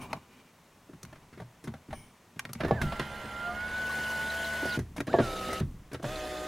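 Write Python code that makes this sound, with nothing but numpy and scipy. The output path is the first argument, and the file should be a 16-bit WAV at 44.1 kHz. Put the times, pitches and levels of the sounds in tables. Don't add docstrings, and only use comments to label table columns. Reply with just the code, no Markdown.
import sys
import numpy as np
from scipy import signal
from scipy.fft import rfft, irfft, next_fast_len
from scipy.io import wavfile
from scipy.ndimage import uniform_filter1d, map_coordinates

SR = 44100
rng = np.random.default_rng(int(sys.argv[2]) if len(sys.argv) > 2 else 0)


def store_pcm(level_fs):
    pcm = np.round(np.clip(level_fs, -1, 1) * 32767).astype(np.int16)
    wavfile.write(sys.argv[1], SR, np.atleast_2d(pcm).T)


N = 285327
TIME = np.arange(N) / SR


def amp(db):
    return 10 ** (np.asarray(db) / 20)


def unit(x):
    return x / np.sqrt(np.mean(x ** 2) + 1e-20)


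def read(points, hz):
    table_hz, value = np.transpose(points)
    return np.interp(np.log(hz + 1), np.log(table_hz + 1), value)


def curves(rows, t):
    knot_s, *columns = np.transpose(rows)
    return [np.interp(t, knot_s, column) for column in columns]


def add(mix, start_s, sound):
    part = mix[max(round(start_s * SR), 0):][:len(sound)]
    part += sound[:len(part)]


def colour(x, points):
    size = next_fast_len(len(x))
    gain = amp(read(points, np.fft.rfftfreq(size, 1 / SR)))
    return irfft(rfft(x, size) * gain, size)[:len(x)]


def noise(points, size):
    return unit(colour(rng.standard_normal(size), points))


def band(x, lo_hz, hi_hz):
    edges_hz = [lo_hz, min(hi_hz, SR / 2 - 1)]
    return signal.sosfilt(signal.butter(3, edges_hz, "band", fs=SR, output="sos"), x)


def wander(knots_per_s, t):
    knots = rng.standard_normal(int((t[-1] - t[0]) * knots_per_s) + 4)
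    return map_coordinates(knots, [(t - t[0]) * knots_per_s + 1], order=3, mode="nearest")


def gate(t, fade_s):
    stop = t[-1] + (t[-1] > TIME[-1] - fade_s)
    return np.clip(np.minimum(t - t[0], stop - t) / fade_s, 0, 1)


def swell(u):
    u = np.maximum(u, 0)
    return u * np.exp(1 - u)


def catching(size, grains_per_s, grain_size):
    catches = (rng.random(size) < grains_per_s / SR) * grain_size * rng.random(size)
    return rng.standard_normal(size) * (1 + catches)


def reflect(x, share=0.42, decay_s=0.005):
    t = np.arange(SR // 40) / SR
    echoes = rng.standard_normal(len(t)) * np.exp(-t / decay_s) * (t > .0004)
    return x + share * signal.fftconvolve(x, echoes / np.linalg.norm(echoes))[:len(x)]


# hz [Hz], density_db [dB per Hz]
AIR_SPECTRUM = [(12, -58), (20, -10), (177, -0.5), (377, -7), (825, -8.5), (1000, -7.5), (1610, -14),
                (1760, -12.5), (5080, -23), (5850, -20.5), (14700, -29.5), (16000, -28.5)]
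AIR_DB = -60


def cabin_air():
    return amp(AIR_DB) * noise(AIR_SPECTRUM, N)


# hz [Hz], density_db [dB per Hz]
SHUDDER_SPECTRUM = [(15,-4),(30,-9.5),(55,0),(90,-2.5),(150,-4.5),(300,-14),(900,-51)]
# start_s [s], level_db [dB], peak_s [s to the peak]
SHUDDERS = [(0.0, -66, .03), (1.0, -57.5, 0.095), (1.33, -73, .2), (1.89, -45.5, 0.039), (2.6, -38, 0.086),
            (2.8, -31, 0.033), (2.9, -50, 0.18), (3.38, -49, 0.15), (4.76, -46.5, 0.099), (5.22, -52, 0.11),
            (5.6, -42, 0.067), (6.04, -56, 0.12)]
SHUDDER_FLOOR_DB, SHUDDER_RUNNING_DB = -85, -58.5


def shudder():
    running = sum((TIME > run[0]) & (TIME < run[2]) for run in RUNS)
    steady = amp(np.where(running, SHUDDER_RUNNING_DB, SHUDDER_FLOOR_DB))
    swells = sum((amp(level_db) * swell((TIME - start_s) / peak_s)) ** 2
                 for start_s, level_db, peak_s in SHUDDERS)
    return np.sqrt(steady ** 2 + swells) * noise(SHUDDER_SPECTRUM, N)


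# hz [Hz], density_db [dB per Hz]
HAND_RUB_SPECTRUM = [(50,-10),(100,-3.5),(240,-2),(450,-17),(1000,-8),(3000,-51)]
HAND_RUSTLE_SPECTRUM = [(150, -13), (250, 8.5), (336, -23), (380, 3.5), (452, -11.5), (831, -6.5),
                        (2050, -10.5), (2360, -5), (4120, -19), (9830, -25), (16000, -28)]
# middle_s [s], half_s [s, to 1/e], rub_db [dB], rustle_db [dB]
STROKES = [(0.019, 0.044, -47, -49.5), (0.123, 0.074, -48.5, -57), (0.364, 0.13, -81, -61.5),
           (1.137, 0.1, -61, -64), (1.7, 0.058, -55, -80), (2.025, 0.11, -62.5, -70),
           (2.425, 0.06, -57, -65), (2.6, 0.03, -59, -55)]


def hand_on_trim():
    rustle = unit(reflect(colour(catching(N, grains_per_s=300, grain_size=5), HAND_RUSTLE_SPECTRUM)))
    rub = noise(HAND_RUB_SPECTRUM, N)
    hand = np.zeros(N)
    for middle_s, half_s, rub_db, rustle_db in STROKES:
        stroke = np.exp(-((TIME - middle_s) / half_s) ** 2)
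        hand += stroke * (amp(rub_db) * rub + amp(rustle_db) * rustle)
    return hand * np.exp(0.35 * wander(44, TIME))


# start_s [s], level_db [dB], peak_s [s to the peak]
SKIDS = [(.012,-51,0.0095),(1.924,-55,0.041)]
# [dB, relative]
SKID_RING = [(2270,240,3.5),(3080,290,-0.5),(5700,1300,-3),(9420,1200,4),(15000,900,-8)]


def skid(start_s, level_db, peak_s):
    t = np.arange(SR // 3) / SR
    ring = 0
    for hz, width_hz, ring_db in SKID_RING:
        resonance = band(rng.standard_normal(len(t)), hz - width_hz / 2, hz + width_hz / 2)
        ring = ring + amp(ring_db) * unit(resonance)
    return start_s, amp(level_db) * unit(ring) * swell(t / peak_s)


# hz [Hz], level_db [dB, relative], t60_s [s]
DOOR_MODES = [(82.3,-8,0.3),(120.7,-2,0.26),(147.3,3.5,0.12),(181.3,3,0.079),(224.3,3.5,0.11),(283.4,4,0.072),(351.2,-1,0.11),(399,-1,0.08),(484,2,0.046),(598,5,0.043),(660.4,3.5,0.052),(715,-2.5,0.034),(769,-3,0.063),(890,7.5,0.022),(1125,-2.5,0.065)]
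# hz [Hz], density_db [dB per Hz]
CLACK_SPECTRUM = [(400,-28),(900,0),(1400,6),(2100,1.5),(2900,-6),(3800,-7.5),(5500,-18),(9000,-58)]
TICK_SPECTRUM = [(2000,-10),(4000,-0.5),(6200,5.5),(7800,-1),(10000,3),(13000,-6),(16000,-12)]


def blow(row, rise_s, trim_db, rattle, tail_db, tail_s, focus_octaves=0.69):
    start_s, ring_db, ring_hz, thud_db, clack_db, tick_db, length_s = row
    t = np.arange(SR // 4) / SR
    decay = np.exp(-t / max(length_s, .001)) + amp(tail_db) * np.exp(-t / tail_s)
    contact = (1 - np.exp(-t / rise_s)) * decay
    chatter = contact * rng.standard_normal(len(t))
    force = rattle * chatter / np.linalg.norm(chatter) + (t == 0)

    hz, mode_db, t60_s = np.transpose(DOOR_MODES)[:, :, None]
    modes = amp(mode_db - 60 * t / t60_s) * np.sin(2 * np.pi * hz * t) * rng.choice([-1, 1], hz.shape)
    near = 1 / (1 + (np.log2(hz / ring_hz) / focus_octaves) ** 2)
    panel = signal.fftconvolve(force, (modes * near * (hz > 260)).sum(0))[:len(t)]
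    panel *= 1 - np.exp(-t / 0.0018)
    shell = signal.fftconvolve(force, (modes * (hz < 260)).sum(0))[:len(t)]
    shell *= 1 - np.exp(-t / 0.0092)
    clack = reflect(contact * noise(CLACK_SPECTRUM, len(t)))
    tick = reflect(contact * noise(TICK_SPECTRUM, len(t)))

    out = np.zeros(len(t))
    levels_db = [ring_db, thud_db, clack_db, tick_db]
    for level_db, part_trim_db, part in zip(levels_db, trim_db, [panel, shell, clack, tick]):
        loudest = np.sqrt(uniform_filter1d(part ** 2, size=512, mode="constant").max())
        out += amp(level_db + part_trim_db) * part / loudest
    return start_s, out


# start_s [s], ring_db [dB], ring_hz [Hz, centre],
# thud_db [dB], clack_db [dB], length_s [s]
TOUCHES = [(0.892, -38.5, 270, -52, -62, .007), (0.932, -44, 281, -46, -55.5, 0.0066),
           (1.127, -42, 700, -53, -49, 0.0038), (1.156, -54, 500, -54, -53.5, .004),
           (1.327, -49, 288, -52, -52.5, 0.018), (1.374, -39.5, 283, -47.5, -52, 0.025),
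           (1.4, -36.5, 653, -42.5, -47, 0.0048), (1.417, -38.5, 804, -42.5, -55, 0.0046),
           (1.673, -34.5, 280, -32.5, -41.5, 0.0063), (1.738, -38, 620, -44, -46.5, 0.0031),
           (1.884, -38.5, 280, -42.5, -60, 0.0071), (1.906, -43, 864, -50, -48, 0.013),
           (1.928, -28, 755, -43.5, -41.5, .0045), (2.36, -45, 250, -43, -59, 0.0082),
           (2.491, -42, 385, -41, -47, 0.0076), (2.551, -46, 480, -36.5, -45, .0028),
           (4.98, -28, 316, -36.5, -40, 0.0025), (5.915, -37.5, 283, -46, -46.5, 0.0086),
           (5.943, -29.5, 385, -51, -38, 0.0074), (5.996, -35.5, 388, -51, -52.5, 0.0049)]
TOUCH_TICK_DB = -22


def finger_touches(mix):
    for start_s, ring_db, ring_hz, thud_db, clack_db, length_s in TOUCHES:
        row = start_s, ring_db, ring_hz, thud_db, clack_db, clack_db + TOUCH_TICK_DB, length_s
        add(mix, *blow(row, rise_s=0.0021, trim_db=(-8, -2, -4, 3.5), rattle=0.51, tail_db=-22.5, tail_s=0.04))


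# start_s [s], ring_db [dB], ring_hz [Hz, centre],
# thud_db [dB], clack_db [dB], tick_db [dB], length_s [s]
CLICKS = [(0.13, -21, 1100, -43.5, -27, -47, 0.0018), (1.03, -40, 369, -40.5, -46, -45, 0.0028),
          (1.05, -55, 283, -49, -44.5, -56, 0.0018), (1.639, -32.5, 283, -44, -46, -52, 0.013),
          (2.393, -52, 1100, -63, -26, -39, 0.0021), (2.452, -37.5, 283, -45, -32.5, -53, 0.0012),
          (2.532, -56, 310, -58, -41, -38, 0.0013), (4.963, -32.5, 745, -43, -38.5, -48, 0.017),
          (5.003, -18, 316, -40, -27, -44.5, 0.0045), (5.93, -28.5, 394, -37.5, -40.5, -48.5, 0.01)]


def switch_clicks(mix):
    for row in CLICKS:
        add(mix, *blow(row, rise_s=0.002, trim_db=(-13, -3.5, -8, -2.7), rattle=0.57, tail_db=-36, tail_s=0.017))


# start_s [s], ring_db [dB],
# ring_hz [Hz, centre], thud_db [dB], clack_db [dB], tick_db [dB], length_s [s]
KNOCKS = [(2.604, -22, 640, -32.5, -35, -51, 0.0078), (2.634, -19.5, 380, -27.5, -39, -62, 0.0055),
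          (2.647, -15.5, 372, -30.5, -37.5, -53, 0.008), (2.68, -29, 450, -36, -45, -53, 0.007),
          (2.709, -8, 646, -21, -41, -60, 0.0036), (2.815, -31, 284, -29, -31.5, -39.5, 0.0061),
          (2.829, -27, 514, -32, -57, -56, 0.007), (2.868, -39, 280, -37, -56, -73, 0.014),
          (2.922, -23, 930, -39, -40, -54, 0.0027), (2.995, -21.5, 406, -31, -32, -44, 0.0033),
          (3.242, -30.5, 310, -40, -48, -70, 0.0094), (4.626, -20.5, 290, -54, -53, -53, 0.0066),
          (4.653, -20, 497.5, -37, -54, -42, 0.0099), (4.772, -19.5, 302, -24.5, -50, -55, 0.012),
          (4.79, -24, 367, -30, -44.5, -44.5, 0.0054), (5.068, -42, 500, -46, -54, -50, 0.004),
          (5.076, -23, 330, -32.5, -43.5, -64, 0.0061), (5.128, -22, 333, -43, -39.5, -67, 0.0085),
          (5.14, -5.5, 554, -30, -44, -58, 0.023), (5.186, -8.5, 430, -26, -35, -64, 0.0069),
          (5.198, -10, 467, -26.5, -38, -53, 0.01), (5.489, -25, 453, -42, -46, -60, 0.01),
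          (5.529, -26, 501, -42, -41, -37.5, 0.0047), (5.606, -21, 280, -22, -46, -62, 0.011),
          (6.028, -32, 636, -36, -49, -49, 0.0035), (6.042, -19.5, 566, -32, -42.5, -66, 0.0093)]


def door_knocks(mix):
    for row in KNOCKS:
        add(mix, *blow(row, rise_s=0.0016, trim_db=(-12, -3.5, 0, -5), rattle=0.34, tail_db=-19.5, tail_s=0.041))


# [dB, peak]
JOLTS = [(2.801, -41), (4.79, -55), (5.215, -40), (5.62, -44), (6.06, -42)]
ROCK_HZ, ROCK_PEAK_S = 30.9, 0.058


def jolt(start_s, level_db):
    t = np.arange(SR // 2) / SR
    return start_s, amp(level_db) * swell(t / ROCK_PEAK_S) * np.sin(2 * np.pi * ROCK_HZ * t)


# start_s [s], level_db [dB], pitch_hz [Hz], peak_s [s to the peak]
CHIRPS = [(3.885,-45,1099,0.013),(4.27,-58,3805,0.011),(4.301,-36,3900,0.002),(4.443,-42,4160,0.0053),(4.697,-42.5,4600,0.0065),(4.718,-44.5,3940,0.011),(5.495,-46,1980,0.021),(6.157,-39,3980,0.0025),(6.192,-51,6000,0.005)]


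def chirp(start_s, level_db, pitch_hz, peak_s, half_width=0.065):
    t = np.arange(SR // 6) / SR
    squeak = band(rng.standard_normal(len(t)), pitch_hz * (1 - half_width), pitch_hz * (1 + half_width))
    return start_s, amp(level_db) * unit(squeak) * swell(t / peak_s)


TURN_S = (3.6, 3.96)
AWAY_DB = {"hum": -2, "rub": -5, "hiss": -10, "drone": -4.5}
SLACK_DB = {"hum": -4.5, "whine": -4, "high tone": -14, "rub": -8, "hiss": -11.5, "drone": 5}


def away(t):
    return np.interp(t, TURN_S, [1, 0])


def slack(t, taken_up_s, ease_s):
    return .5 - .5 * np.tanh((t - taken_up_s) / (2 * ease_s))


def patchy(x, depth_db=1.83):
    z = signal.stft(x, nperseg=512)[2]
    patches = uniform_filter1d(rng.standard_normal(z.shape), size=5, axis=0)
    patches = uniform_filter1d(patches, size=6, axis=1)
    return signal.istft(z * amp(depth_db * unit(patches)), nperseg=512)[1][:len(x)]


# hz [Hz], density_db [dB per Hz]
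SLIDE_DOWN = [(47, -44), (80, -26), (117, -21), (222, -23.5), (323, -26), (563, -19.5), (672, -21),
              (1250, -12.5), (1370, -16), (1490, -8), (1600, -11), (3240, -16), (7700, -29.5), (11000, -29),
              (16000, -40.5)]
SLIDE_UP = [(47, -34), (80, -1), (139, -7.5), (277, -5), (378, -6.5), (538, -4), (629, -5.5), (958, -17),
            (1250, -16.5), (1340, -10), (1460, -11), (2900, -16.5), (3790, -13), (11200, -19),
            (16000, -30.5)]
GRIP_S = 0.0045


def slide(run, spectrum, grit=0.083):
    start_s, taken_up_s, stop_s, *_, rub_db, hiss_db, drone_db = run
    t = np.arange(start_s, stop_s, 1 / SR)
    loose = slack(t, taken_up_s, GRIP_S)
    rough = catching(len(t), grains_per_s=420, grain_size=4.3) * np.exp(grit * wander(130, t))
    friction = colour(patchy(rough), spectrum)
    drone = band(friction, 128, 775) / np.std(band(friction, 250, 570))
    friction = reflect(friction)
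    rub = band(friction, 650, 3640) / np.std(band(friction, 2000, 3500))
    hiss = unit(band(friction, 5270, SR / 2))
    out = 0
    for name, level_db, layer in [("drone", drone_db, drone), ("rub", rub_db, rub), ("hiss", hiss_db, hiss)]:
        out = out + amp(level_db + SLACK_DB[name] * loose + AWAY_DB[name] * away(t)) * layer
    return start_s, out * gate(t, 0.003)


# [s, to 1/e]
SWELLS = [(3.25, 1, -6, .3), (3.5, 10, 23, .07), (3.5, 17, 16, .07), (3.535, 20, -10, .028),
          (3.62, 30, 7, .12), (3.7, 20, -6, .025), (4.24, 12, 9, .07), (4.5, 9, 8, .2)]
SLOTS = 10
FREE_HZ, SPIN_UP_S, TAKE_UP_S = 86.67, .021, 0.01635
SPEED_POWER = 1.7
FLUTTER = .3
BRUSH_HZ, BRUSH_HALF_WIDTH, BRUSH_DB = 7090, .05, -64.99


def motor(run, load, hum, jitter=0.002, loose_jitter=0.0223, whine_flutter=0.024, loose_flutter=0.5, throb=0.024):
    start_s, taken_up_s, stop_s, hum_db, low_db, high_db = run[:6]
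    t = np.arange(start_s, stop_s, 1 / SR)
    loose = slack(t, taken_up_s, TAKE_UP_S)
    loaded_hz, whine_db = curves(load, t)
    spun_up = 1 - np.exp(-(t - start_s) / SPIN_UP_S)
    shaft_hz = (loaded_hz + (FREE_HZ - loaded_hz) * loose) * spun_up
    uneven = 1 + (jitter + loose_jitter * loose) * wander(46.13, t)
    angle = 2 * np.pi * np.cumsum(shaft_hz * uneven) / SR
    turned_db = AWAY_DB["hum"] * away(t)

    def tone(k, rms_db):
        swell_db = sum(change_db * np.exp(-((t - middle_s) / half_s) ** 2)
                       for middle_s, multiple, change_db, half_s in SWELLS if multiple == k)
        return np.sqrt(2) * amp(rms_db + swell_db) * np.cos(k * angle + 2 * np.pi * rng.random())

    hum_db = hum_db + turned_db + SLACK_DB["hum"] * loose
    out = 0
    for multiple, relative_db in hum:
        flutter = 1 + FLUTTER * multiple / (multiple + 2) * wander(31.76, t)
        out = out + tone(round(multiple), hum_db + relative_db) * flutter

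    low_db = low_db + turned_db
    whine_db = whine_db + SLACK_DB["whine"] * loose
    high_db = high_db + turned_db + SLACK_DB["high tone"] * loose
    slots = sum(tone(k * SLOTS, level_db) for k, level_db in enumerate([low_db, whine_db, high_db], 1))
    flutter = 1 + (whine_flutter + loose_flutter * loose) * wander(59.47, t)
    out += slots * (1 + throb * np.cos(angle)) * flutter

    lo_hz, hi_hz = BRUSH_HZ * (1 - BRUSH_HALF_WIDTH), BRUSH_HZ * (1 + BRUSH_HALF_WIDTH)
    brushes = unit(band(rng.standard_normal(len(t)), lo_hz, hi_hz))
    out += amp(BRUSH_DB + AWAY_DB["hiss"] * away(t)) * brushes
    return start_s, out * spun_up ** SPEED_POWER * gate(t, 0.022)


# start_s [s], taken_up_s [s],
# stop_s [s], hum_db [dB], low_slot_db [dB], high_slot_db [dB], rub_db [dB], hiss_db [dB], drone_db [dB]
RUNS = [(2.597, 2.815, 4.776, -32.6, -59, -56.5, -46, -49.5, -49.5),
        (5.067, 5.211, 5.608, -43.5, -50.5, -64, -47, -52.5, -46.5),
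        (6.023, 6.04, 6.47, -42.5, -42, -57, -49, -54.5, -51.5)]
# [dB, before SLACK_DB]
DOWN_LOAD = [(2.9, 67.5, -42.5), (3.02, 70.02, -47.5), (3.28, 68.73, -47), (3.462, 70.06, -35.5),
             (3.6, 72.7, -37), (3.78, 74.5, -34), (4.24, 73.56, -35), (4.521, 74.48, -36.5),
             (4.76, 72.4, -34)]
UP_LOAD = [(5.23, 66.7, -40), (5.31, 64.8, -42), (5.43, 63.4, -41), (5.59, 64.2, -40)]
UP_AGAIN_LOAD = [(6.071, 61.1, -51), (6.125, 63.9, -48), (6.2, 61.9, -50.5), (6.3, 61.6, -51),
                 (6.47, 61.8, -47)]
# multiple [of shaft speed], relative_db [dB against the run's hum_db]
DOWN_HUM = [(1,-18.5),(2,-26.5),(3,-19.5),(4,-30.5),(5,-31),(7,-32.5),(8,-26.5),(9,-20.5),(11,-26),(12,-21),(14,-23.5),(15,-25),(17,-27.5),(19,-24.5),(22,-26.5),(23,-23.5)]
UP_HUM = [(1,-8.5),(2,-13.5),(3,-7),(4,-27),(5,-13),(6,-6),(7,-20),(8,-3.5),(9,-24),(11,-10),(12,-7.5),(21,-17),(23,-19),(25,-28)]
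UP_AGAIN_HUM = [(1,-10),(2,-28),(3,-13),(4,-21),(5,-9),(6,-7),(7,-14),(8,-13),(9,-19),(12,-6.5),(14,-17),(17,-19.5),(23,-26),(25,-15),(27,-29)]


def window_runs(mix):
    loads = [DOWN_LOAD, UP_LOAD, UP_AGAIN_LOAD]
    hums = [DOWN_HUM, UP_HUM, UP_AGAIN_HUM]
    seals = [SLIDE_DOWN, SLIDE_UP, SLIDE_UP]
    for run, load, hum, spectrum in zip(RUNS, loads, hums, seals):
        add(mix, *motor(run, load, hum))
        add(mix, *slide(run, spectrum))


# hz [Hz], side_db [dB against mid]
PORT_WIDTH = [(60,-36),(180,-32),(350,-26),(700,-23),(1400,-19),(2800,-13),(5600,-10),(10000,-14),(14000,-21)]


def ports(x, right_db):
    t = np.arange(SR // 25) / SR
    echoes = rng.standard_normal(len(t)) * np.exp(-t / .014) * (t > .002)
    side = colour(signal.fftconvolve(x, echoes / np.linalg.norm(echoes))[:N], PORT_WIDTH)
    treble = colour(x, [(150, -24), (700, -6), (1400, 0), (8000, 0), (14000, -12)])
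    lean = treble * np.tanh(right_db * np.log(10) / 40)
    return np.array([x + side - lean, x - side + lean])


def scene():
    near = cabin_air() + shudder() + hand_on_trim()
    for row in SKIDS:
        add(near, *skid(*row))
    finger_touches(near)
    switch_clicks(near)
    door = np.zeros(N)
    door_knocks(door)
    for row in JOLTS:
        add(door, *jolt(*row))
    for row in CHIRPS:
        add(door, *chirp(*row))
    window_runs(door)
    return ports(near, right_db=-.5) + ports(door, right_db=1.2 + 2 * away(TIME))


EDGE_HZ = 16000


def record(dry):
    lowpass = signal.firwin(511, EDGE_HZ, window=("kaiser", 9), fs=SR)
    return signal.oaconvolve(dry, lowpass[None], "same")


dry = scene()
out = record(dry)
store_pcm(out)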